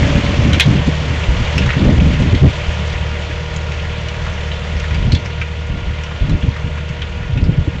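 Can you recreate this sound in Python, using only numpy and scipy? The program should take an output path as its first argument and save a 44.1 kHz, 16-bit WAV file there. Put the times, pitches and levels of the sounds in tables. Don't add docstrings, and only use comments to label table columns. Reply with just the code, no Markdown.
import sys
import numpy as np
from scipy import signal
from scipy.fft import rfft, irfft
from scipy.io import wavfile
from scipy.ndimage import uniform_filter1d

SR = 44100
rng = np.random.default_rng(int(sys.argv[2]) if len(sys.argv) > 2 else 0)


def dump_mix(stems):
    frames = np.atleast_2d(stems).T
    limited = np.clip(frames, -1, 1)
    pcm = np.round(limited * 32767).astype(np.int16)
    wavfile.write(sys.argv[1], SR, pcm)


def volts(x):
    e = np.asarray(x, float) / 20
    return 10 ** e


N = 343970
TIME_S = np.arange(N) / SR


def curve(table):
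    s, *columns = np.transpose(table)
    return [np.interp(TIME_S, s, column) for column in columns]


def unit(x):
    return x / np.sqrt(np.mean(x ** 2))


def band(x, lo_hz, hi_hz):
    return signal.sosfilt(signal.butter(2, [lo_hz, hi_hz], "bandpass", fs=SR, output="sos"), x)


def walk(rate):
    hold = int(SR / rate)
    steps = np.repeat(rng.standard_normal(N // hold + 1), hold)
    return unit(uniform_filter1d(uniform_filter1d(steps, hold), hold)[:N])


def distance():
    nearest_m, speed_m_s, abreast_s = 12.46, 4.03, -1.18
    metres = np.hypot(nearest_m, speed_m_s * (TIME_S - abreast_s))
    return metres, -20 * np.log10(metres / 12)


# start t/s, length t/s, strength level/dB, brightness/dB (small eddies over large)
GUST_TIMES = [(0, 0.225, -13, 0.5), (0.229, 0.14, -13, 0.5), (0.37, 0.22, -13, 2),
              (0.651, 0.17, -12.5, 2.5), (0.864, 0.038, -8.5, 2), (1.008, 0.19, -19, 0.5),
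              (1.277, 0.18, -17, -6.5), (1.54, 0.1, -16.5, 1.5), (1.632, 0.08, -14, -7.5),
              (1.751, 0.27, -11.5, 0), (1.848, .1, -7, -2), (1.969, 0.18, -10.5, 0),
              (2.098, 0.096, -6.5, 0.5), (2.178, 0.2, -9.5, -2), (2.41, 0.084, -7.5, -4),
              (2.676, 0.03, -20, -6), (4.72, 0.058, -19.5, -10), (4.904, 0.17, -21.5, -7.5),
              (5.04, 0.17, -14, -4), (5.69, .1, -19.5, -4), (5.795, .13, -27.5, -12.5),
              (6.197, 0.082, -16, -9.5), (6.273, 0.12, -15, -4), (6.421, 0.099, -21.5, 1),
              (6.633, 0.062, -19, -1), (6.99, 0.075, -24, -10.5), (7.142, 0.16, -28, -4),
              (7.348, 0.21, -15.5, 0), (7.552, 0.088, -18, -6.5), (7.742, .05, -20.5, -6)]
BREEZE_LEVELS = (-28.5, -30.5, -48)
GUST_LAYER_LEVELS = (-4, -1.5, -5.5)
BRIGHTNESS_LEAN = (-0.95, 0, 0.97)


def gusts():
    rise_s, fall_s = 0.021, 0.047
    power = np.outer(volts(np.array(BREEZE_LEVELS)) ** 2, np.ones(N))
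    for start, length, db, bright_db in GUST_TIMES:
        rise, fall = (TIME_S - start) / rise_s, (start + length - TIME_S) / fall_s
        shape = np.clip(np.minimum(rise, fall) + .5, 0, 1) ** 2
        layer_db = db + np.array(GUST_LAYER_LEVELS) + bright_db * np.array(BRIGHTNESS_LEAN)
        power += np.outer(volts(layer_db) ** 2, shape ** 2)
    return 10 * np.log10(power)


def wind():
    rumble_db, thump_db, flutter_db = (db + 2 * walk(16) for db in gusts())
    eddy_db = 3.7 * np.tanh(0.23 * walk(30) + 0.36 * walk(60))

    def layer(db, lo_hz, hi_hz):
        return volts(db) * unit(band(rng.standard_normal(N), lo_hz, hi_hz))

    rumble = layer(rumble_db - 2.7 + 0.47 * eddy_db, 30, 70.6)
    thump = layer(thump_db - 0.97 + eddy_db, 75.5, 156)
    flutter = layer(flutter_db - 3.0 + 1.93 * eddy_db, 168, 291)
    fringe = layer(1.41 * flutter_db - 10.5 + 0.83 * eddy_db, 330, 580)
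    return rumble + thump + flutter + fringe


# t/s, peak level/dB, f/Hz
EDDY_PUFFS = [(0.529, -0.5, 93.5), (0.666, -10, 89), (0.872, -1, 82), (1.28, -1, 75.7), (1.477, -8, 88),
              (1.557, -10, 123), (1.701, -16, 86.4), (1.813, -8, 86.1), (2.326, 3, 87.6), (2.47, 8.5, 85.3),
              (2.563, -19, 90.7), (3.129, -23, 230.8), (3.295, -20, 305), (3.819, -9, 81),
              (5.014, -4.5, 87.5), (5.13, 4.5, 82.7), (5.246, -7, 83.4), (5.812, -8.5, 90),
              (6.429, -1.5, 61.4), (6.477, -1, 90), (6.593, -15, 92), (6.637, -8, 80.7), (6.899, -8.5, 143),
              (7.152, -13, 80.9), (7.205, -15, 99.6), (7.293, -6.5, 123.3), (7.326, -3, 88),
              (7.419, 2.5, 64.6), (7.573, -5, 99.4), (7.675, -3.5, 91.3)]
# t/s, peak level/dB, f/Hz
EDDY_FLAPS = [(0.018, -1.5, 134), (0.108, -10, 180), (0.173, -10, 217), (0.448, 0.5, 168), (0.534, -8, 144),
              (0.666, 2, 138), (0.704, -4, 187), (0.778, -9, 167), (0.878, -6.5, 156), (1.337, -16, 175.5),
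              (1.565, -1.5, 132), (1.618, -9, 162), (1.765, -10, 153), (1.817, -0.5, 181),
              (2.012, 3, 177.7), (2.062, -1, 161), (2.428, -0.5, 138), (5.016, -12.5, 139),
              (5.075, -7, 134), (5.13, -5, 131.6), (6.215, -22, 130.7), (6.299, -6, 170), (6.439, -13, 140),
              (6.482, -7, 131), (6.664, -17, 133.2), (7.414, -7, 186), (7.488, 4, 144), (7.575, -2.5, 151),
              (7.673, -8.5, 301), (7.753, -9, 146)]


def puffs():
    out, t = np.zeros(N + SR), np.arange(SR // 8) / SR
    for s, db, hz in EDDY_PUFFS + EDDY_FLAPS:
        rise = t / (0.007 + .5 / hz)
        push = rise * np.exp(-rise ** 1.95)
        i = int(s * SR)
        out[i:i + len(t)] += volts(db + 2.5) * push * np.sin(2 * np.pi * (hz * t + rng.random()))
    return out[:N]


def blow(low_hz, high_hz, t60, high_db):
    t = np.arange(SR // 4) / SR
    contact = np.minimum(t / .0008, 1)
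    fade = volts(-60 * t / max(t60, .02))
    crack = 1 + np.exp(-t / .003)

    grit = unit(band(rng.standard_normal(len(t)), low_hz - 400, low_hz + 450))
    mode = min(low_hz / 2200, 1) * np.sin(2 * np.pi * low_hz * t)
    side_hz = np.sqrt(low_hz * 2000) * 2 ** (1.5 * rng.random(24) - .8)
    rings = np.sin(2 * np.pi * (np.outer(side_hz, t) + rng.random((24, 1)))).sum(axis=0)
    low = volts(-0.5) * grit + mode + volts(-13) * rings * crack

    chips = rng.standard_normal(len(t))
    spray = unit(band(chips, 3400, 6600)) * crack * fade ** .3
    ring = min(4300 / high_hz, 1) ** 2 * np.sin(2 * np.pi * high_hz * t)
    halo = unit(band(chips, high_hz / 1.07, high_hz * 1.07))
    high = .75 * ring + .3 * halo + .6 * spray
    return contact * fade * (low + volts(high_db + 2) * high)


# t/s, peak level/dB, ring f/Hz
STONE_THUDS = [(0.181, -20, 2310), (0.2882, -29, 2160), (0.5427, -8, 2330), (0.6059, 2.5, 3340),
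               (1.1598, -17, 1870), (1.2343, -14.5, 2690), (1.6182, -9, 2550), (1.6906, -8.5, 1880),
               (1.7033, -8, 2280), (1.7314, -8, 1917), (3.309, -18, 1870), (4.2637, -12, 1094),
               (4.5155, -14.5, 3080), (4.8388, -13.5, 1875), (4.9085, -15.5, 1940), (5.025, -18, 3040),
               (5.414, -8.5, 2358), (6.1094, -18.5, 1220), (6.4256, -20, 2820), (6.5622, -16, 1820),
               (6.7744, -16, 1650), (7.0179, -10.5, 3130), (7.23, -22, 2006), (7.3743, -15, 2580)]
# t/s, peak level/dB, low ring f/Hz, high ring f/Hz, t60/s
STONE_PINGS = [(0.531, -5.5, 3090, 3970, .092), (0.597, 3.5, 2475, 4026, 0.092),
               (0.6192, -11, 3380, 3800, .14), (1.579, -6, 2660, 5290, 0.1), (1.661, -13.5, 1080, 3790, .1),
               (2.2219, -16, 960.7, 4060, 0.1), (2.3494, -16, 3300, 4350, .1),
               (3.5619, -16.5, 6820, 7170, 0.056), (3.7194, -19.5, 1990, 6600, .077),
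               (4.0844, -14.5, 2915, 5514, 0.064), (4.7656, -20, 2400, 5260, 0.06),
               (4.798, -17, 2603, 6100, 0.072), (4.9445, -16.5, 2220, 4700, .093),
               (5.1196, -11.5, 4330, 4270, 0.17), (5.1488, -12, 3430, 4200, 0.11),
               (5.2587, -17.5, 2353, 5280, 0.073), (6.0348, -19, 2600, 5556, 0.11),
               (6.2948, -17, 1084, 3955, 0.099), (6.8894, -21, 2200, 6320, 0.11),
               (7.4394, -25, 4870, 7060, 0.092)]


def clanks():
    out = np.zeros(N + SR)
    thuds = [(s, db, low_hz, 3800, 0.11, -15) for s, db, low_hz in STONE_THUDS]
    pings = [(*row, -4) for row in STONE_PINGS]
    for s, db, low_hz, high_hz, t60, high_db in thuds + pings:
        strike = blow(low_hz, high_hz, t60, high_db)
        i = int(s * SR)
        out[i:i + len(strike)] += volts(db - 13) * strike
    return out[:N]


# f/Hz, level/dB per Hz
BLOCK_SPECTRUM = [(25, 15), (50, -13), (90, 9), (130, 8), (185, 13.5), (225, -20.5), (300, -11.5), (400, 3),
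                  (520, 3.5), (620, 5.5)]
# f/Hz, level/dB per Hz
SOIL_SPECTRUM = [(650, 2), (825, -2), (940, 0), (1280, -3), (1500, -3.5), (1940, -0.5), (2750, -1.5),
                 (3550, -1.5), (3800, -6), (4470, -6.5), (5200, -7.5), (7000, -8)]


def roar(phase, roar_db, treble_db):
    hz, db = np.transpose(BLOCK_SPECTRUM + SOIL_SPECTRUM + [(9500, -22)])
    f = np.maximum(np.arange(N // 2 + 1) * SR / N, 1)
    spectrum = rfft(rng.standard_normal(N)) * volts(np.interp(np.log(f), np.log(hz), db))
    knock = 1 + 0.055 * np.cos(phase) + 0.085 * np.cos(phase / 2)
    swell, total = walk(2.276), 0
    for centre in 30 * 2 ** np.arange(0, 9.1, .5):
        share = np.cos(np.pi / 2 * np.clip(2 * np.log2(f / centre), -1, 1)) ** 2
        layer = irfft(spectrum * share, N)
        high = np.clip(np.log2(centre / 500) / 2, 0, 1)
        clods = (rng.random(N) < 40 / SR) * volts(1.8 * rng.exponential(size=N))
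        patter = 1 + 0.34 * signal.lfilter([1], [1, -np.exp(-1 / (0.0096 * SR))], clods)
        air_db = treble_db * np.clip(np.log2(centre / 2800), 0, 1.2)
        level_db = air_db + .5 * swell + 0.3 * walk(13)
        total = total + layer * volts(level_db) * (knock * patter) ** high
    return total * volts(roar_db) / np.sqrt(np.mean(band(total, 1200, 3600) ** 2))


def whine(hz, db, wobble, flicker_db):
    phase = 2 * np.pi * np.cumsum(hz * (1 + wobble * walk(12))) / SR
    return np.sqrt(2) * volts(db + flicker_db * walk(13)), phase


# t/s, whistle f/Hz
TURBO_SPEED = [(0, 7160), (.6, 7160), (1.35, 7290), (2.1, 7310), (2.8, 7220), (3.6, 7075), (4.4, 7130),
               (4.85, 7270), (5.4, 7180), (6.2, 7100), (7, 7140), (7.8, 7300)]


def turbo():
    loss_db = distance()[1]
    gain, phase = whine(*curve(TURBO_SPEED), -52 + 1.4 * loss_db, wobble=.001, flicker_db=2.5)
    return gain * np.sin(phase)


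def gear_mesh():
    hz = 573.5 + 21.03 * np.tanh((TIME_S / 2.2) ** 2)
    swell_db = 4 * np.cos(2 * np.pi * (TIME_S - 2.62) / 4.1)
    side_db = 11.5 * np.exp(-(TIME_S / 0.76) ** 2)
    db = -35 + 1.55 * distance()[1] + swell_db + side_db
    gain, phase = whine(hz, db, wobble=0.0031, flicker_db=0)
    return gain * np.sin(phase)


PUMP_HARMONICS = [
    -1,
    -7.5,
    -6,
    -20.5,
]


def pump():
    metres, loss_db = distance()
    behind = 1 - 12.46 / metres
    gain, phase = whine(475.6 + 0 * TIME_S, -36 + loss_db + 9.5 * behind, wobble=0.00485, flicker_db=0.1)
    hidden_db = -7 * np.clip((1.2 - TIME_S) / .3, 0, 1)
    total = 0
    for k, db in enumerate(PUMP_HARMONICS):
        smeared = (k + 1) * phase + .55 * k * walk(45)
        total = total + volts(db + (k > 0) * hidden_db) * np.sin(smeared)
    return gain * total


# multiple of the firing rate, level/dB
EXHAUST_ORDERS = [
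    (.5, -29.5),
    (1, 3),
    (1.5, -9),
    (2, -6),
    (2.5, -13.5),
    (3, -57),
    (4.5, -22),
]


def exhaust(phase, db):
    total = 0
    for order, order_db in EXHAUST_ORDERS:
        total = total + volts(order_db + 1.5 * walk(7)) * np.cos(order * (phase - .3))
    return volts(db) * np.sqrt(2) * total


# t/s, firing rate f/Hz, draught load level/dB
ENGINE_LOAD = [(0, 75.07, 1), (.6, 75.93, 0), (1.1, 75.93, -.5), (1.5, 75.5, 1.5), (2, 75.63, 0),
               (2.5, 76.05, 0.5), (3, 75.1, -0.5), (3.5, 76.37, -.5), (4.2, 75.5, 0), (4.9, 76.16, 2),
               (5.5, 76.26, -1), (6, 75.5, 0.5), (6.5, 75.43, 0), (7, 75.4, -1), (7.4, 75.6, -1.5),
               (7.8, 75.8, 1)]


def tractor():
    (hz, load_db), (metres, loss_db) = curve(ENGINE_LOAD), distance()
    phase = 2 * np.pi * np.cumsum(hz * (1 + 0.0064 * walk(22))) / SR
    beats = exhaust(phase, -19.5 + 0.97 * loss_db + .5 * load_db)
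    treble_db = -6.5 - 0.1065 * metres
    rush = roar(phase, -25 + 1.022 * loss_db + load_db, treble_db)
    return rush + turbo() + gear_mesh() + pump() + beats


def scene():
    return (wind() + puffs() + clanks() + tractor())[None]


def band_limit(x):
    return signal.sosfilt(signal.butter(12, 15800, fs=SR, output="sos"), x)


def record(dry):
    overload, offset = .71, .006
    dull = signal.sosfilt(signal.butter(6, 7400, fs=SR, output="sos"), dry)
    narrow = signal.sosfilt(signal.ellip(8, .3, 70, 8600, fs=SR, output="sos"), dull)
    x = (narrow + offset) * np.minimum(np.arange(N)[::-1] / 150, 1)
    railed = x / (1 + np.abs(x / overload) ** 18) ** (1 / 18)
    return band_limit(railed)


dry = scene()
out = record(dry)
dump_mix(out)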